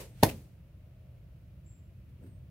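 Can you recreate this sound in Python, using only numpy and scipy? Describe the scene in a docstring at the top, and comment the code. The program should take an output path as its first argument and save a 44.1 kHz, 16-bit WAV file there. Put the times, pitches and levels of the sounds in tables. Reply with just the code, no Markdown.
"""A lawn between garden walls, where a spring-loaded net trap fires. The catch scrapes free, the mechanism
slams home and sets housing and steel ringing in their damped modes, and the net whips out and lands.
The walls return the snap as reverberation. A brief rush dies away beforehand; a small bird whistles
thinly and gives one buzzy call, and a soft scuff in the grass comes late. Distant traffic and a motor
sound underneath."""
import sys
import numpy as np
from scipy import signal
from scipy.fft import rfft, irfft, next_fast_len
from scipy.io import wavfile
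from scipy.ndimage import map_coordinates

SR = 44100
rng = np.random.default_rng(int(sys.argv[2]) if len(sys.argv) > 2 else 0)


def file_out(sig):
    """Save sig as 16-bit WAV at sys.argv[1]."""
    # one column per channel
    cols = np.atleast_2d(sig).T
    # limit, then scale
    lim = np.clip(cols, -1, 1)
    pcm = np.round(lim * 32767).astype(np.int16)
    wavfile.write(sys.argv[1], SR, pcm)


N = 110250
SNAP_S = .234

# Spectra of the noise sources. Each row: frequency in Hz, relative level in dB.
RUMBLE_SPECTRUM = [(20, -33), (35, -11.5), (55, 0), (85, 0), (130, -5.5), (175, -9), (235, -22), (330, -22),
                   (430, -34.5), (800, -46.5), (1500, -69.5)]
DRONE_SPECTRUM = [(250, -15.5), (420, -6), (520, -1), (640, 0.5), (780, -13.5), (1000, -21.5), (1600, -45)]
AIR_SPECTRUM = [(530, -31.5), (900, -3.5), (1470, -3.5), (1610, -4.5), (2570, -3), (2820, -4), (3420, -9),
                (7680, -18), (11900, -13.5), (15500, -11.5)]
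RUSH_SPECTRUM = [(120, -30), (250, -11.5), (520, 0.5), (700, -16.5), (930, -11.5), (1250, -21.5),
                 (2300, -15.5), (3600, -19), (8000, -20), (14400, -21), (15500, -29)]
HISS_SPECTRUM = [(200, 2), (600, 4), (1200, 0), (2500, 4), (4500, -2), (9000, -5), (15500, -5)]
CRACK_SPECTRUM = [(200, -28.5), (900, -14), (1280, -19), (1520, 1.5), (2800, 1), (4300, 2), (5400, 0),
                  (7700, -12.5), (9500, -5), (12500, -1.5), (15500, -8)]
WHIP_SPECTRUM = [(200, -20.5), (900, -8), (1250, -9), (1800, 2), (3100, -4.5), (4500, -0.5), (7500, -5),
                 (10000, -0.5), (12500, 2.5), (15500, -4.5)]
NEAR_SPECTRUM = [(30, -22.5), (80, 2), (200, -2.5), (400, -6), (700, -2.5), (1000, -14), (1300, -24.5),
                 (2300, -24.5), (5000, -40.5), (15000, -46)]
FAR_SPECTRUM = [(60, -1.5), (350, 6.5), (700, -3), (1300, -10.5), (2400, -8), (6000, -10.5), (12000, -11),
                (15500, -11.5)]
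LANDING_SPECTRUM = [(300, -2), (1200, -1.5), (1600, -4), (2400, 7), (3200, 3), (4000, -1.5), (8000, -4),
                    (15000, -4.5)]
CALL_SPECTRUM = [(6000, -70), (6850, -27), (7100, -10), (7400, -3), (7540, -1), (7780, -8), (7950, -37),
                 (8500, -70)]
GRASS_SPECTRUM = [(500, 4), (1000, -1), (1450, 7), (2200, -1.5), (4200, -4.5), (7500, -12), (11500, 0),
                  (15500, -7.5)]
SCUFF_SPECTRUM = [(100, -7), (250, 8.5), (450, -1), (800, -16), (1500, -24.5), (4000, -41), (15000, -34)]
# Likeness of the noise at the two ears. Each row: frequency in Hz, correlation.
EAR_CORRELATION = [(30, 0.98), (150, 0.97), (400, .87), (800, 0.54), (2000, .2), (5000, 0.056),
                   (15000, .02)]
# Slow drift of the traffic. Each row: time in seconds, level in dB.
RUMBLE_LEVELS = [(0, -50), (.5, -51), (.95, -53.5), (1.25, -52), (1.65, -51), (2.1, -50.5), (2.5, -49)]
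DRONE_LEVELS = [(0, -70), (.5, -73.5), (.8, -72.5), (1.15, -70), (1.6, -74.5), (2.0, -75), (2.5, -73)]
# Bird whistles. Each row: time of peak in seconds, hold in seconds, level in dB.
WHISTLES = [(.09, 0.12, -81), (.27, 0.17, -87.5), (2.228, 0.12, -82.5)]
# Blows of the mechanism. Each row: start in seconds, gain in dB, contact cutoff in Hz.
BLOWS = [(.22855, -.5, 660), (.23237, -8, 1010), (.23364, .4, 783)]
# Modes of the housing. Each row: frequency in Hz, relative level in dB, T60 in seconds.
HOUSING_MODES = [(284, -17, .09), (460, -27, .1), (607, -1.2, .008), (911, 4.2, .045), (1040, -9, .06)]
# Modes of the spring and frame. Each row: frequency in Hz, mean relative level in dB.
STEEL_MODES = [(1520, 1), (1714, -2), (1862, 2), (2130, -2), (2480, -3), (3500, -2), (4204, 2), (4455, 0),
               (5146, -4), (6099, -4), (6616, -5), (7354, -5), (9719, 2), (10500, 0), (11430, 2),
               (12220, 0)]
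# Reverberation times of the garden. Each row: frequency in Hz, T60 in seconds.
NEAR_T60S = [(80, 0.4), (300, .27), (800, 0.18), (3000, 0.25)]
FAR_T60S = [(100, 0.64), (700, 0.6), (3000, 0.52), (12000, .54)]
# Contacts with the grass. Each row: time of peak in seconds, level in dB, T60 in seconds.
LANDINGS = [(.2925, -38, 0.029), (.2992, -42, .03), (.313, -48, 0.095)]
GRASS_TICKS = [(2.092, -71.5, .05), (2.235, -75, .2), (2.264, -69, 0.16)]


def amp(db):
    """Amplitude ratio of a level in decibels."""
    return 10 ** (np.asarray(db) / 20)


def unit_rms(x):
    """Normalisation to an rms of 1."""
    return x / np.sqrt(np.mean(x ** 2) + 1e-20)


def along(points, hz):
    """Interpolation of (Hz, value) points on a logarithmic frequency axis."""
    freqs, values = np.transpose(points)
    return np.interp(np.log(hz + 1), np.log(freqs + 1), values)


def since(s):
    """Seconds elapsed since time s, at each sample."""
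    return np.arange(N) / SR - s


def decay(t, t60):
    """Exponential decay: unity until t = 0, then 60 dB down every t60 seconds."""
    return np.exp(-np.log(1000) * np.maximum(t, 0) / t60)


def wobble(rate):
    """Smooth random modulation: a spline through rate Gaussian knots a second."""
    knots = rng.standard_normal(int(N * rate / SR) + 4)
    return map_coordinates(knots, [np.arange(N) * rate / SR])


def filtered(x, response):
    """Linear filtering: the spectrum of x is multiplied by a frequency response."""
    size = next_fast_len(N + SR // 2)
    return irfft(rfft(x, size) * response(np.fft.rfftfreq(size, 1 / SR)), size)[..., :N]


def noise(spectrum):
    """Partly coherent stereo noise of rms 1: the longer the wave, the more alike the two ears."""
    def mid_side_gains(hz):
        angle = np.arccos(np.clip(along(EAR_CORRELATION, hz), -1, 1)) / 2
        return amp(along(spectrum, hz)) * [np.cos(angle), np.sin(angle)]
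    mid, side = filtered(rng.standard_normal((2, N)), mid_side_gains)
    return unit_rms(np.array([mid + side, mid - side]))


def tone(hz):
    """A sine of rms 1 whose phase is the integral of its frequency."""
    return np.sqrt(2) * np.sin(2 * np.pi * np.cumsum(hz) / SR)


def burst(peak_s, db, rise, t60, hold=0):
    """A transient's envelope: it climbs 60 dB in rise seconds to its peak, holds and decays."""
    return amp(db) * decay(-since(peak_s), rise) * decay(since(peak_s + hold), t60)


def ring(start_s, hz, t60, rise):
    """Free vibration of one damped mode; rise is the time constant of its onset."""
    t = np.maximum(since(start_s), 0)
    return np.sin(2 * np.pi * hz * t) * decay(t, t60) * (1 - np.exp(-t / rise))


def background():
    """Steady ambience: low-frequency noise of far traffic, a motor's modulated hum and faint air."""
    drift = lambda levels: amp(np.interp(since(0), *np.transpose(levels)))
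    hum = tone(hz=124.7 + 2.5 * wobble(8)) * amp(-60 + 1.5 * wobble(7.2))
    rumble = drift(RUMBLE_LEVELS) * noise(RUMBLE_SPECTRUM)
    drone = drift(DRONE_LEVELS) * noise(DRONE_SPECTRUM)
    return rumble + drone + hum + amp(-74) * noise(AIR_SPECTRUM)


def rush():
    """Broadband noise decays exponentially, and a fainter hiss swells ahead of the snap."""
    fading = burst(peak_s=.003, db=-43, rise=.034, t60=.26) * noise(RUSH_SPECTRUM)
    hiss = burst(peak_s=.222, db=-59.5, rise=.45, t60=.25) * noise(HISS_SPECTRUM)
    return fading + hiss


def bird_whistles():
    """Nearly pure tones: slight frequency modulation about one high pitch."""
    return sum(burst(s, db, rise=.04, t60=.28, hold=hold) * tone(hz=8570 + 28 * wobble(60))
               for s, hold, db in WHISTLES)


def knock():
    """Impacts excite the housing's modes and thump the ground; a blunter contact is a lower low-pass."""
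    b, a = signal.butter(8, 1, analog=True)
    thump = -amp(-6.6) * ring(start_s=.2349, hz=124, t60=.031, rise=.002)
    housing = 0
    for s, db, cutoff_hz in BLOWS:
        modes = sum(amp(level) * ring(s, hz, t60, rise=.0005) for hz, level, t60 in HOUSING_MODES)
        housing += amp(db) * filtered(modes, lambda hz: signal.freqs(b, a, hz / cutoff_hz)[1])
    delay_s = np.array([[.00004], [-.00004]])  # the right ear hears it first
    return filtered(thump + housing, lambda hz: np.exp(-2j * np.pi * hz * delay_s))


def snap():
    """Brief transients have broad spectra: the catch scrapes free, then the spring cracks."""
    catch = burst(peak_s=.2287, db=-34, rise=.007, t60=.014)
    crack = burst(SNAP_S, db=-15, rise=.0089, t60=.013)
    pan = amp([[-.3], [.3]])  # the spring sits a little to the right
    return (catch + crack) * noise(CRACK_SPECTRUM) * pan


def net_whip():
    """The mesh whips out with a hiss, made grainy by fast random amplitude modulation."""
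    grain = unit_rms(amp(1.8 * wobble(700)))
    return burst(SNAP_S, db=-26.2, rise=.0095, t60=.145) * grain * noise(WHIP_SPECTRUM)


def steel_ring():
    """Spring and frame ring in inharmonic modes, each with its own level and phase at either ear."""
    t = since(SNAP_S)
    modes = 0
    for hz, db in STEEL_MODES:
        gain = amp(db + rng.normal(0, 3.6, (2, 1)))
        phase = rng.uniform(0, 2 * np.pi) + rng.normal(0, .8, (2, 1))
        modes += gain * np.sin(2 * np.pi * hz * t + phase)
    return burst(SNAP_S, db=-36, rise=.005, t60=.075) * modes


def reverberation(spectrum, t60s, db):
    """Reflections of the snap off the walls merge into noise, each frequency decaying at its own rate."""
    hz, t, bands = signal.stft(noise(spectrum), SR, nperseg=256)
    damping = decay(t - SNAP_S, along(t60s, hz)[:, None])
    tail = signal.istft(bands * damping, SR, nperseg=256)[1][:, :N]
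    build_up = 1 - decay(since(SNAP_S), t60=.023)
    return amp(db) * build_up * tail


def net_landing():
    """Damped impacts: the rim slaps the grass, one side after the other, and the mesh settles."""
    slaps = sum(burst(s, db, rise=.022, t60=t60) for s, db, t60 in LANDINGS)
    return slaps * noise(LANDING_SPECTRUM)


def bird_call():
    """A tone modulated in amplitude and frequency, within a narrow band of noise, is heard as a buzz."""
    core = amp(-3 + 2.5 * wobble(90)) * tone(hz=7420 + 79.7 * wobble(250))
    envelope = burst(peak_s=1.666, db=-71, rise=.057, t60=.43, hold=.053)
    return envelope * (core + noise(CALL_SPECTRUM))


def grass_scuff():
    """Friction noise: faint ticks of brushed grass around one soft, low scuff."""
    ticks = sum(burst(s, db, rise=.012, t60=t60) for s, db, t60 in GRASS_TICKS)
    scuff = burst(peak_s=2.238, db=-52.5, rise=.2, t60=.27)
    return scuff * noise(SCUFF_SPECTRUM) + ticks * noise(GRASS_SPECTRUM)


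def scene():
    """Superposition: the pressures of the trap, its reflections and the garden's other sounds add."""
    ambience = background() + rush() + bird_whistles()
    trap = knock() + snap() + net_whip() + steel_ring()
    near = reverberation(NEAR_SPECTRUM, NEAR_T60S, db=-23)
    far = reverberation(FAR_SPECTRUM, FAR_T60S, db=-43)
    return ambience + trap + near + far + net_landing() + bird_call() + grass_scuff()


def record(dry):
    """Band limiting: a first-order high-pass thins the deepest bass, a steep low-pass ends the treble."""
    low_hz, top_hz = 26, 15800
    return filtered(dry, lambda hz: 1j * hz / (1j * hz + low_hz) / np.sqrt(1 + (hz / top_hz) ** 200))


dry = scene()
out = record(dry)
file_out(out)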